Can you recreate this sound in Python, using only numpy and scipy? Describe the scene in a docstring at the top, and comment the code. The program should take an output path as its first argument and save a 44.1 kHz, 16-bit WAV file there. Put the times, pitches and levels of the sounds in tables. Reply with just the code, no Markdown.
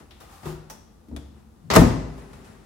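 """A microwave door swings shut: its latch hooks ride up their ramps and snap in, the door thuds
against the steel case, and the small kitchen rings on. Before that, a food container slides into the
oven and is set down softly, and a hand takes the door by its handle. Knocks are bursts of noise, the
heavier ones with fading tones added. Clothes rustle over a low room rumble with a soft hum."""
import sys
import numpy as np
from scipy import signal
from scipy.io import wavfile

SR = 44100
rng = np.random.default_rng(int(sys.argv[2]) if len(sys.argv) > 2 else 0)


def unload_wav(signal):
    """Save mono or channel-first audio to the path in sys.argv[1] as 16-bit WAV at rate SR, clipped to [-1, 1]."""
    wavfile.write(
        sys.argv[1],
        SR,
        np.round(np.clip(np.atleast_2d(signal).T, -1, 1) * 32767).astype(np.int16),
    )


N = 116865
TIME = np.arange(N) / SR
LIGHT_ECHO_DB = -8.5  # room echo of small taps, scuffs and flicks


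def door():
    """The door pushes air aside, latches, thuds against the case and bounces, setting both ringing."""
    # the door meets the case and bounces: (time [s], level [dB], tilt [dB/octave], fade [s])
    hits = [(1.7650, -10, -3, 0.12), (1.7840, -31, 7.5, 0.3), (1.8170, -20, -2.5, 0.2)]
    # tone of the thud: (frequency [Hz], level [dB])
    colour = [(30, -20), (60, -19.5), (130, -6.5), (800, -6.5), (1700, -18.5), (6000, -24), (14000, -40.5)]
    # the door's own tones: (frequency [Hz], level [dB], fade [s])
    door_tones = [(120.3, -19.5, 0.81), (151, -17.5, 0.79), (210, -12.5, 0.34), (263.7, -20.5, 0.89),
                  (280.7, -14, 0.35), (319, -13.5, 0.26), (380.5, -21.5, 0.32), (383, -42, 2.37),
                  (402, -41.5, 2.2), (442.7, -10.5, 0.15)]
    # boom of the case and the cupboard behind it: (frequency [Hz], level [dB], fade [s])
    case_tones = [(54.6, -21.5, 1), (66.7, -6.5, 0.12), (90, -15.5, 0.22), (125, -11.5, 0.13),
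                  (156, -4, 0.087)]
    # the panel drums as it bounces against the latch: (frequency [Hz], level [dB], fade [s])
    bounce_tones = [(241, -12, 0.29)]
    # where the panels and latch ring: (frequency [Hz], width [Hz], level [dB])
    panel_peaks = [(640, 28, -2.5), (832, 21, -3), (893, 45, -4), (1060, 42, 1.5), (1213, 76, -1),
                   (1815, 14, -1.5), (1994, 90, -1.5), (6510, 180, -6)]
    air = air_push()
    impact = latch() + knocks(hits, colour, echo_db=-12)
    boom = sum(ring(hit[0], tones) for hit, tones in zip(hits, (door_tones, case_tones, bounce_tones)))
    return air + resonate(impact, panel_peaks) + boom


def latch():
    """The hooks grate along their ramps, ride over the catches and snap in."""
    # hooks touch the ramps: (time [s], level [dB], tilt [dB/octave], fade [s])
    ramp_hits = [(1.7015, -24.5, -0.5, 0.11), (1.7110, -28.5, 0, 0.35)]
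    # tone of the grating: (frequency [Hz], level [dB])
    ramp_colour = [(60, -10.5), (400, -1.5), (2200, -4), (3000, -5), (6000, -2), (8000, -19), (13500, -16)]
    # hooks snap in: (time [s], level [dB], tilt [dB/octave], fade [s])
    snaps = [(1.7358, -24, 0.1, 0.4), (1.7530, -17.5, -0.3, 0.1), (1.7617, -13.5, 1.0, 0.067),
             (1.7655, -21, 0.3, 0.054)]
    # tone of the snaps: (frequency [Hz], level [dB])
    snap_colour = [(50, -7), (200, -7), (800, -4.5), (2000, -4), (3000, -10.5), (5000, -7.5), (9500, -10.5),
                   (13500, -12)]
    return knocks(ramp_hits, ramp_colour, echo_db=-16.5) + knocks(snaps, snap_colour, echo_db=-16.5)


def air_push():
    """The swinging door pushes air into the oven with a low whoosh."""
    # the rush of air: (time [s], level [dB])
    loudness = [(1.58, -77.5), (1.66, -47), (1.72, -45.5), (1.78, -69)]
    # its tone: (frequency [Hz], level [dB])
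    colour = [(50, -23), (140, 3.5), (350, -32), (2000, -37)]
    return swish(loudness, colour)


def handle():
    """A soft palm sets the open door wobbling, then the hinge ticks as it starts to turn."""
    # the hand lands: (time [s], level [dB], tilt [dB/octave], fade [s])
    grabs = [(1.0845, -49, 4, 0.088), (1.1130, -40, -2, 0.028)]
    # dull tone of the palm: (frequency [Hz], level [dB])
    grab_colour = [(40, -7.5), (300, 1.5), (650, -9), (1300, -23), (14000, -35)]
    # the open door's tones: (frequency [Hz], level [dB], fade [s])
    door_tones = [(69.5, -36, 1), (234.7, -32.5, 0.24), (286, -34.5, 0.38)]
    # hinge ticks: (time [s], level [dB], tilt [dB/octave], fade [s])
    ticks = [(1.1635, -42.5, 1.5, 0.03), (1.1682, -43, -1.5, 0.054)]
    # their tone: (frequency [Hz], level [dB])
    tick_colour = [(100, -43), (600, -0.5), (2000, -5), (10000, -6.5), (15000, -19)]
    # the hinge's thin ring: (frequency [Hz], width [Hz], level [dB])
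    hinge_peaks = [(3460, 210, 4.5)]
    palm = knocks(grabs, grab_colour, echo_db=-10) + ring_each_hit(grabs, door_tones)
    return palm + resonate(knocks(ticks, tick_colour, echo_db=-18.5), hinge_peaks)


def container_slide():
    """The container nudges and scuffs the turntable as it slides into the hollow oven."""
    # the nudge: (time [s], level [dB], tilt [dB/octave], fade [s])
    nudges = [(.1082, -56, 2, 0.11)]
    # its tone: (frequency [Hz], level [dB])
    nudge_colour = [(1500, -6), (3600, 2.5), (6500, -15.5)]
    # the scuffs: (time [s], level [dB], tilt [dB/octave], fade [s])
    scuffs = [(.2030, -55.5, 1, 0.49), (.4310, -53, -2.5, 0.39)]
    # their tone: (frequency [Hz], level [dB])
    scuff_colour = [(300, -4.5), (900, 1.5), (2000, -4), (12000, -7.5)]
    # the sliding scrape: (time [s], level [dB])
    slide = [(0, -72.5), (.27, -68.5), (.33, -59), (.42, -62.5), (.48, -52.5), (.6, -74)]
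    # its tone: (frequency [Hz], level [dB])
    slide_colour = [(300, -16.5), (1000, 3.5), (2000, -4), (11000, -2), (15000, -6.5)]
    # where the oven's hollow rings: (frequency [Hz], width [Hz], level [dB])
    oven_peaks = [(790, 79, 0.5), (1193, 77, -2.5)]
    touches = knocks(nudges, nudge_colour, LIGHT_ECHO_DB) + knocks(scuffs, scuff_colour, LIGHT_ECHO_DB)
    return resonate(swish(slide, slide_colour) + touches, oven_peaks)


def container_landing():
    """The container lands with a bump and clinks as the hands let go."""
    # it lands and settles: (time [s], level [dB], tilt [dB/octave], fade [s])
    hits = [(.4560, -44, 1, 0.11), (.5020, -59, 3.5, 0.22)]
    # tone of the bump: (frequency [Hz], level [dB])
    colour = [(150, 6), (450, 2), (1100, 2.5), (2000, -7.5), (6000, -10.5), (15000, -12.5)]
    # low tones of the landing: (frequency [Hz], level [dB], fade [s])
    tones = [(154.8, -31, 0.59), (349.3, -31.5, 0.37), (373.2, -33.5, 0.45)]
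    # a light tap: (time [s], level [dB], tilt [dB/octave], fade [s])
    taps = [(.6990, -51, 1.23, 0.19)]
    # its tone: (frequency [Hz], level [dB])
    tap_colour = [(100, -9), (500, 3), (850, 4), (2000, -2.5), (4000, -6.5), (5900, -2.5), (11000, -0.5),
                  (15000, -3)]
    # where the container rings: (frequency [Hz], width [Hz], level [dB])
    clink_peaks = [(870, 14, 9.5), (3350, 30, 7.5), (5770, 510, 8.7)]
    bump = knocks(hits, colour, echo_db=-4) + ring_each_hit(hits, tones)
    clink = resonate(knocks(taps, tap_colour, LIGHT_ECHO_DB), clink_peaks)
    return bump + clink


def clothes():
    """A shirt rubs and flicks as the body moves."""
    # the rustle: (time [s], level [dB])
    rustle = [(0, -56.5), (.08, -70.5), (.6, -72), (1.0, -99), (1.31, -82), (1.39, -68), (1.56, -104),
              (2.16, -60), (2.47, -60), (2.65, -65)]
    # tone of the cloth: (frequency [Hz], level [dB])
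    colour = [(100, 1.5), (350, 1), (1400, -0.5), (3000, -8.5), (10000, -9), (15000, -21)]
    # folds flick: (time [s], level [dB], tilt [dB/octave], fade [s])
    flicks = [(2.178, -58, 1, 0.44), (2.332, -54, 1.5, 0.099), (2.445, -61, 2, 0.69)]
    return swish(rustle, colour) + knocks(flicks, colour, LIGHT_ECHO_DB)


def kitchen():
    """A low rumble, in which a soft wavering hum comes up."""
    # room rumble: (frequency [Hz], level [dB])
    colour = [(25, -87), (55, -57), (110, -64), (230, -61.5), (500, -69), (1200, -80), (1900, -105),
              (6500, -86.5), (9000, -108)]
    # the hum, a narrow slice of the rumble: (frequency [Hz], width [Hz], level [dB])
    hum_peaks = [(218.2, 6.4, 11)]
    rumble = steady_noise(colour)
    hum = resonate(rumble, hum_peaks) - rumble
    swell = np.clip(2 * (TIME - 0.65), 0, 1)  # rises for half a second from 0.65 s
    return rumble + hum * swell


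def knocks(hits, colour, echo_db):
    """Each hit is a noise burst and its room echo. Tilt adds treble; fade is a 60 dB fall at 1 kHz."""
    # how long the kitchen's echo takes to fall 60 dB: (frequency [Hz], fade [s])
    room_fade = [(60, 0.79), (250, 0.79), (600, 0.73), (5500, 0.7), (9000, 0.49), (15000, 0.3)]
    echo_build_s, attack_cycles = 0.0035, 0.44
    out, t = np.zeros((2, N)), TIME[:SR]
    for hz, band in noise_bands():
        power = np.zeros(N + SR)
        attack = 1 - np.exp(-t * hz / attack_cycles)
        echo = from_db(echo_db - 60 * t / at_hz(room_fade, hz)) * (1 - np.exp(-t / echo_build_s))
        khz = hz / 1000
        for time_s, db, tilt, fade_s in hits:
            direct = from_db(-60 * t * khz ** 0.14 / fade_s)  # the highs die first
            gain = from_db(db + tilt * np.log2(khz))
            start = int(time_s * SR)
            power[start:start + SR] += (gain * attack) ** 2 * (direct ** 2 + echo ** 2)
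        out += band * np.sqrt(power[:N]) * from_db(at_hz(colour, hz)) * pan(hz)
    return out


def ring(time_s, tones):
    """A struck object rings with pure tones, each falling 60 dB in its fade time."""
    left_lead_s, rise_s = 0.00006, 0.0013
    t = np.maximum(TIME - time_s + np.array([[left_lead_s], [0]]), 0)
    ringing = sum(pan(hz) * from_db(db - 60 * t / fade_s) * np.sin(2 * np.pi * hz * t)
                  for hz, db, fade_s in tones)
    return ringing * (1 - np.exp(-t / rise_s))


def ring_each_hit(hits, tones):
    """Every hit starts the tones again, weaker hits more softly."""
    loudest = max(db for _, db, _, _ in hits)
    return sum(from_db(db - loudest) * ring(time_s, tones) for time_s, db, _, _ in hits)


def resonate(sound, peaks):
    """Adds narrow bands of the sound back to it, so it rings at those pitches."""
    out = sound
    for hz, width, db in peaks:
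        decay = np.exp(-np.pi * width / SR)
        feedback = [1, -2 * decay * np.cos(2 * np.pi * hz / SR), decay ** 2]
        ringing = (1 - decay ** 2) / 2 * signal.lfilter([1, 0, -1], feedback, sound + 1e-18)
        out = out + from_db(db) * ringing
    return out


def swish(loudness, colour):
    """Rubbing or rushing air: noise that swells and fades along a loudness curve."""
    return steady_noise(colour) * from_db(np.interp(TIME, *np.transpose(loudness)))


def steady_noise(colour):
    """Even noise whose colour sets the level of each band from bass to treble."""
    return sum(from_db(at_hz(colour, hz)) * pan(hz) * band for hz, band in noise_bands())


def noise_bands():
    """Yields equally strong half-octave bands of stereo noise, left and right most alike in the bass."""
    # how alike the two sides are: (frequency [Hz], likeness [0 to 1])
    likeness = [(60, 0.86), (180, 0.86), (400, 0.36), (900, 0.11), (2500, 0.26), (6000, 0.1), (14000, 0.4)]
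    edges_hz = 22 * 2 ** (np.arange(20) / 2)
    white = rng.standard_normal((2, 2, N))
    for k, (low, high) in enumerate(zip(edges_hz, edges_hz[1:])):
        band_pass = signal.butter(2, [low, high], "band", fs=SR, output="sos")
        mid, side = signal.sosfilt(band_pass, white[k % 2])
        hz = np.sqrt(low * high)
        alike = at_hz(likeness, hz)
        band = np.sqrt(1 + alike) * mid + np.sqrt(1 - alike) * side * np.array([[1], [-1]])
        yield hz, band / band.std()


def pan(hz):
    """Left and right gain: the oven stands to the left."""
    # how much louder the left side is: (frequency [Hz], left minus right [dB])
    balance = [(50, -0.5), (180, 6), (700, 2.5), (1500, 2), (5500, 5.5), (9000, 1), (15000, -0.5)]
    return from_db(at_hz(balance, hz) * np.array([[.5], [-.5]]))


def at_hz(points, hz):
    """Reads between a table's rows, with octaves evenly spaced."""
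    freqs, values = np.transpose(points)
    return np.interp(np.log(hz), np.log(freqs), values)


def from_db(db):
    """Turns decibels into a gain."""
    return 10 ** (np.asarray(db) / 20)


def scene():
    """All the sounds in the kitchen, added together."""
    return door() + handle() + container_slide() + container_landing() + clothes() + kitchen()


def record(dry):
    """The microphone drops the deepest bass, clips any peak too loud for it and cuts the top treble."""
    low_cut_hz, high_cut_hz = 42.6, 15800
    trimmed = signal.sosfilt(signal.butter(8, low_cut_hz, "high", fs=SR, output="sos"), dry)
    clipped = np.clip(trimmed, -1, 1)
    return signal.sosfilt(signal.ellip(10, .1, 70, high_cut_hz, fs=SR, output="sos"), clipped)


dry = scene()
out = record(dry)
unload_wav(out)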